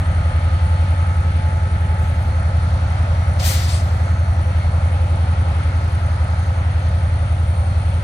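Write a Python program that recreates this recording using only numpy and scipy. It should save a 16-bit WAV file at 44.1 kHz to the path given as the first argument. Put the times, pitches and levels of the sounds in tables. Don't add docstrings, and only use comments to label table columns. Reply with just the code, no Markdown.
import sys
import numpy as np
from scipy import signal
from scipy.fft import rfft, irfft, next_fast_len
from scipy.io import wavfile
from scipy.ndimage import uniform_filter1d

SR = 44100
rng = np.random.default_rng(int(sys.argv[2]) if len(sys.argv) > 2 else 0)


def wav_record(signal):
    frames = np.transpose(np.atleast_2d(signal))
    bounded = np.clip(frames, -1, 1)
    quanta = np.round(bounded * 32767).astype(np.int16)
    wavfile.write(sys.argv[1], SR, quanta)


def ratio_of_db(decibels):
    return 10 ** (np.asarray(decibels, float) / 20)


N = 354123
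SIZE = next_fast_len(N, True)
HZ = np.arange(SIZE // 2 + 1) * SR / SIZE + 1e-3
TIME = np.arange(N) / SR
STEP = 32
SLOW = np.arange(N // STEP + 2) * STEP / SR


def along(table):
    s, *columns = np.transpose(table)
    return [np.interp(SLOW, s, column) for column in columns]


def across(table, column=1):
    table = np.array(table)
    values = table[:, column]
    return np.interp(np.log(HZ), np.log(table[:, 0]), values, left=values[0], right=values[-1])


def full(control):
    return np.interp(TIME, SLOW, control)


def walk(rate):
    k = int(SR / STEP / rate)
    held = np.repeat(rng.standard_normal(len(SLOW) // k + 1), k)
    return 1.3 * uniform_filter1d(uniform_filter1d(held, k), k)[:len(SLOW)]


def hunted(level_db, drift_db_s, swing_db, loudest_s):
    hunt_s = 4.65
    return level_db + drift_db_s * SLOW + swing_db * np.cos(2 * np.pi * (SLOW - loudest_s) / hunt_s)


def bump(centre_s, length_s):
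    return np.exp(-2 * ((SLOW - centre_s) / length_s) ** 2)


def swells(events, name):
    return sum(db * bump(s, length) for s, mine, db, length in events if abs(mine / name - 1) < .02)


def octave(step, width=1.):
    band = np.zeros(len(HZ))
    near = slice(int(2 ** (step - width) * SIZE / SR), int(2 ** (step + width) * SIZE / SR))
    band[near] = np.cos(np.pi / 2 * (np.log2(HZ[near]) - step) / width) ** 2
    return band


def hump(hz, width_hz):
    gain = 1 / (1 + ((HZ - hz) / (width_hz / 2)) ** 2)
    return gain / np.sqrt(np.pi * width_hz / 4)


def order(angle, db):
    return -np.sqrt(2) * ratio_of_db(db) * np.sin(angle)


# pitch_hz, left_minus_right_db, likeness (0-1)
PORT_SHADING = [(100, 1, .97), (300, -2, .8), (700, -1, .85), (1500, -1.5, .2), (2200, 2, .6),
                (2600, 9, .75), (3000, 11.5, .1), (4200, 5, .6), (5100, 5.5, .15), (5600, 3, .4),
                (8000, 6, .2), (9200, 13, .35), (10000, -0.5, .15), (11200, 0, .1), (15000, 8, .1)]
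# pitch_hz, left_lead_rad
PORT_LEAD = [(0, 0), (1030, 1.6), (1550, 2.4), (2070, 7.7), (2410, 7.5), (2840, 8.9), (3530, 12.9),
             (4050, 13.4), (4310, 13.1), (5430, 17.9), (7750, 18.0), (9040, 17.8), (10800, 18.8),
             (15200, 19.0)]


def ports(direct=0., wave=None):
    noise, diffuse = rfft(rng.standard_normal((2, SIZE))) * np.sqrt(SR / 2)
    wave = noise if wave is None else rfft(wave, SIZE)
    alike = np.clip(np.maximum(across(PORT_SHADING, column=2), direct), 0, 1)
    late = np.exp(-1j * np.interp(HZ, *np.transpose(PORT_LEAD)))
    shade = ratio_of_db(across(PORT_SHADING) / 2)
    right = alike * late * wave + np.sqrt(1 - alike ** 2) * diffuse
    return np.array([wave * shade, right / shade])


def hear(spectra, db=None):
    sound = irfft(spectra, SIZE)[:, :N]
    return sound if db is None else sound * full(ratio_of_db(db))


def insects():
    joins_s, rise_s, lift_db = 7.3, .5, 2.2
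    chorus_db = lift_db * np.clip((SLOW - joins_s) / rise_s, 0, 1) + .3 * walk(1.5)
    spectra = ports()
    peak_db = -58.3 + .6 * chorus_db + .2 * walk(6) + 2.2 * walk(90)
    flank_db = -63.5 + 1.5 * chorus_db + .4 * walk(5) + 1.2 * walk(60)
    return hear(spectra * hump(9190, 250), peak_db) + hear(spectra * hump(8800, 560), flank_db)


# pitch_hz, level_db (per Hz)
LOUVRE_ROAR = [(440, -81), (520, -60.5), (850, -62), (960, -66.5), (1150, -68), (1350, -64), (1600, -68.5),
               (2100, -71.5), (2900, -80.5), (4300, -82.5), (5200, -87.5), (8000, -93.5), (9800, -112),
               (11500, -118)]
# pitch_hz, level_db (per Hz)
TOP_HISS = [(10500, -120), (12500, -104), (14500, -105), (15700, -112)]
# start_s, level_db
BREEZE_CARRY = [(0, .3), (1.0, .3), (1.8, -1.2), (3.0, .6), (4.3, -.3), (5.3, .6), (6.2, .3), (6.9, -.8),
                (8.03, -.8)]


def roar():
    breeze_db = along(BREEZE_CARRY)[0]
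    spectra = ports() * ratio_of_db(across(LOUVRE_ROAR) - 40 * (HZ < 420))
    out = hear(ports() * ratio_of_db(across(TOP_HISS)), 1.5 * walk(8))
    for step in np.arange(8.5, 14.5, .75):
        share = .4 if step < 9.8 else 1.5 if step < 11 else 1
        level_db = share * breeze_db + .6 * walk(1.5) + .9 * walk(9)
        out = out + hear(spectra * octave(step, .75), level_db)
    return out


# start_s, pitch_hz
MESH_SPEED = [(0, 4308), (.52, 4312), (.65, 4330), (.9, 4324), (1.3, 4300), (1.65, 4293), (2.1, 4302),
              (2.6, 4310), (4.4, 4308), (4.85, 4320), (5.3, 4310), (5.8, 4303), (6.2, 4310), (8.03, 4310)]
# pitch_hz, level_db, drift_db_s (dB per s), swing_db, loudest_s
MAIN_WHINES = [(863, -42.5, -1.2, 3.5, 1.4), (1234, -46.5, -.3, .8, -.3), (1294, -44, -.5, .8, 1.5),
               (2155, -55.5, .01, .5, .5), (4308, -57.5, -.6, 1.5, 4.2), (5695, -67.5, -.1, 1.5, 3.2),
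               (6462, -68, .2, 1.5, 3.7)]
# pitch_hz, level_db
WEAK_WHINES = [(527, -52), (797, -52), (875, -54), (1368, -50), (1726, -59), (2590, -63), (4402, -68)]
# centre_s, pitch_hz, lift_db, length_s
WHINE_CARRIES = [(.4, 1234, 6, .8), (1.0, 1294, 4, .3), (1.62, 1294, 4, .15), (1.95, 863, 3, .5),
                 (3.3, 1294, 6, .25), (5.5, 1294, 4, .3), (6.2, 1294, 4, .3), (6.2, 1234, 6, .25),
                 (.4, 2155, 9, .15), (1.05, 2155, 9, .15), (3.25, 2155, 9, .15), (4.1, 2155, 6, .15),
                 (4.62, 2155, 9, .12), (4.9, 2155, 8, .2), (5.65, 2155, 6, .12), (7.05, 2155, 7, .15),
                 (7.8, 2155, 3, .15), (1.65, 5695, 3, .25), (3.1, 5695, 8, .6), (4.4, 5695, 6, .3),
                 (5.7, 5695, 3, .3), (.05, 6462, 5, .2), (1.8, 6462, 5, .4), (4.2, 6462, 6, .5),
                 (5.5, 6462, 2, .4), (6.5, 6462, 7, .12), (6.8, 6462, 6, .2)]


def whines():
    speed = along(MESH_SPEED)[0] / MESH_SPEED[0][1]
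    lines = []
    for hz, *rule in MAIN_WHINES:
        fading_db = .3 * hz / 1000 * walk(4)
        lines.append((hz, hunted(*rule) + swells(WHINE_CARRIES, hz) + fading_db))
    lines.append((6466 / speed, -69 + 3 * walk(2.5)))
    lines += [(hz, db + 1.5 * walk(2)) for hz, db in WEAK_WHINES]
    tones = 0
    for hz, db in lines:
        turns = np.cumsum(hz * speed * (1 + .0008 * walk(20))) * STEP / SR
        tones = tones + np.sin(full(turns * 2 * np.pi)) * full(ratio_of_db(db + 3 + 1.8 * walk(12)))
    return hear(ports(direct=1., wave=tones))


# order (per turn), level_db
FAR_ORDERS = [(6, -44.5), (8, -52.5), (9, -35.5), (10, -45.5), (11, -49.5), (12, -33.5), (13, -43.5),
              (14, -45.5), (18, -51.5), (23, -44.5), (30, -42.5)]


def far_exhaust():
    turn_hz = 5.773
    crank = 2 * np.pi * turn_hz * (SLOW + .013 + .0005 * walk(.7))
    return sum(order(k * crank + .8, db + 2.0 * walk(1.5)) for k, db in FAR_ORDERS)


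# start_s, level_db
VALVE_BLAST = [
    (3.387, -52),
    (3.398, -32),
    (3.42, -35),
    (3.462, -28.5),
    (3.54, -30.5),
    (3.6, -34.5),
    (3.678, -37),
    (3.692, -33),
    (3.815, -40.5),
]
# pitch_hz, level_db (per Hz)
JET_NOISE = [(530, -34), (900, -2), (1230, -8), (1450, -2.5), (2070, 0), (2860, -6), (4600, -.5),
             (7400, -6), (11000, -14.5), (13600, -7.5), (15500, -16)]
# peak_s, level_db, rise_s (before the peak), fall_s (after it), pitch_hz (centre), width_octaves
SOFT_SPITS = [
    (2.03, -53, .05, .07, 7000, .7),
    (2.22, -60, .06, .1, 10000, .9),
    (6.62, -43.5, .05, .06, 1900, .2),
]


def valve():
    peak_s, return_s, shut_s, tail_ends_s = 3.465, 3.685, 3.815, 4.14
    level_db, shut = along(VALVE_BLAST)[0], SLOW > shut_s
    loss_db = np.maximum(230 * (peak_s - SLOW), 64 * (SLOW - peak_s))
    top_db = np.where(shut, -8, 5 - loss_db)
    bottom_db = np.minimum(-3 + 30 * (SLOW - VALVE_BLAST[1][0]), 2.5)
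    bottom_db = np.where((SLOW > return_s) & ~shut, -3, bottom_db)
    whistle_db = -15 + 11 * bump(3.755, .09)
    level_db = np.where(shut, -46 - 32 * (SLOW - shut_s), level_db)
    level_db = np.where((SLOW > VALVE_BLAST[0][0]) & (SLOW < tail_ends_s), level_db, -200)
    spectra = ports(direct=.55)
    jet = spectra * ratio_of_db(across(JET_NOISE) - 33 - 40 * (HZ < 800))
    out = hear(spectra * hump(8500, 2200), level_db + whistle_db)
    for step in np.arange(10.5, 15, 1.5):
        tilt_db = np.clip(step - 12.5, 0, 1) * top_db + np.clip(12 - step, 0, 1) * bottom_db
        out = out + hear(jet * octave(step, 1.5), level_db + tilt_db + .8 * walk(40))
    for s, db, rise, fall, hz, octaves in SOFT_SPITS:
        shape = np.exp(-.5 * (np.log2(HZ / hz) / octaves) ** 2) / np.sqrt(hz * octaves)
        puff = np.clip((TIME - s) / rise + 1, 0, 1) * np.exp(-np.clip(TIME - s, 0, None) / fall)
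        out = out + hear(spectra * shape) * puff * ratio_of_db(db)
    return out


KNOCK_DB, KNOCK_DRIFT_DB_S = 3, -.6
# pitch_hz, level_db (per Hz)
GAS_RUMBLE = [(20, -82.5), (30, -69), (60, -57.5), (95, -55), (130, -59), (200, -61), (300, -66.5),
              (440, -70.5), (600, -78.5)]


def rumble(crank):
    gas = ports() * ratio_of_db(across(GAS_RUMBLE) - 40 * (HZ > 700))
    drift_db = KNOCK_DB / 2 + KNOCK_DRIFT_DB_S / 2 * SLOW
    return hear(gas, drift_db + 1.5 * np.cos(crank - .6) + 1.1 * walk(2))


# order (per turn), level_db, drift_db_s (dB per s)
STRONG_ORDERS = [(7, -19.6, -.17), (8, -19.2, -.02), (10, -28.2, .25)]
# order (per turn), level_db
WEAK_ORDERS = [(4, -38.5), (5, -46.5), (6, -39.5), (9, -39.5), (11, -43.5), (12, -40.5), (13, -35.5),
               (14, -47.5), (15, -47.5), (16, -47.5), (17, -45.5), (18, -52.5), (19, -51.5), (21, -54.5),
               (22, -57.5), (25, -59.5), (27, -58.5)]
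# centre_s, order (per turn), lift_db, length_s
ORDER_SURGES = [(.5, 7, 1, .4), (1.0, 8, 2.4, .6), (2.1, 8, -1.8, .6), (3.9, 8, 1.3, .9), (5.0, 8, .9, .5),
                (6.6, 8, -.6, 1.2), (1.0, 10, -4, .9), (3.6, 10, 2, 1.3), (5.1, 10, -2.2, .7),
                (1.0, 9, 7, .9), (2.6, 9, 5, .9), (4.9, 9, 5, 1.0), (6.8, 9, 3, .9), (4.8, 13, 2, 1.2)]


def near_exhaust(crank):
    knock_db = KNOCK_DB + KNOCK_DRIFT_DB_S * SLOW
    levels = []
    for k, db, drift_db_s in STRONG_ORDERS:
        levels.append((k, db + drift_db_s * SLOW + swells(ORDER_SURGES, k) + .6 * walk(9)))
    for k, db in WEAK_ORDERS:
        levels.append((k, db + swells(ORDER_SURGES, k) + knock_db * (k > 13) + 1.8 * walk(3)))
    out = 0
    for k, db in levels:
        lag = .17 * (k - 7) * (k - 8) if k < 9 else np.pi - 1.9 * (k - 9)
        if k > 9:
            lag = lag + hunted(.2, 0, .45, .6) + .16 * (k - 10) * walk(1.2)
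        out = out + order(k * crank + lag, db)
    return out


def scene():
    turn_hz = 10.92
    lead_s = hunted(5.05, 0, 1.35, 2.22) / 1000
    crank = 2 * np.pi * turn_hz * (SLOW + lead_s)
    exhausts = signal.resample_poly(near_exhaust(crank) + far_exhaust(), STEP, 1, padtype="smooth")
    left_ahead = 6
    exhausts = np.array([exhausts[left_ahead:][:N], exhausts[:N]])
    return insects() + roar() + whines() + valve() + rumble(crank) + exhausts


def gate(dry):
    from_hz, gate_db = 9650, -106
    hz, _, frames = signal.stft(dry, SR, "cosine", 2048, scaling="psd")
    power = uniform_filter1d(2 * np.abs(frames) ** 2, size=24, axis=1)
    power = uniform_filter1d(power, size=3, axis=2)
    power = np.repeat(power[:, 12::24], 24, axis=1)[:, :len(hz)]
    waver = uniform_filter1d(rng.standard_normal(power.shape[2]), size=3)
    bar_db = gate_db + np.minimum(8 * waver, 2.5)
    frames = frames * ((power > ratio_of_db(2 * bar_db)) | (hz[:, None] < from_hz))
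    return signal.istft(frames, SR, "cosine", 2048, scaling="psd")[1][:, :N]


def low_pass(x):
    return signal.sosfilt(signal.butter(12, 15740, fs=SR, output="sos"), x)


def record(dry):
    mix = gate(dry)
    return low_pass(mix)


dry = scene()
out = record(dry)
wav_record(out)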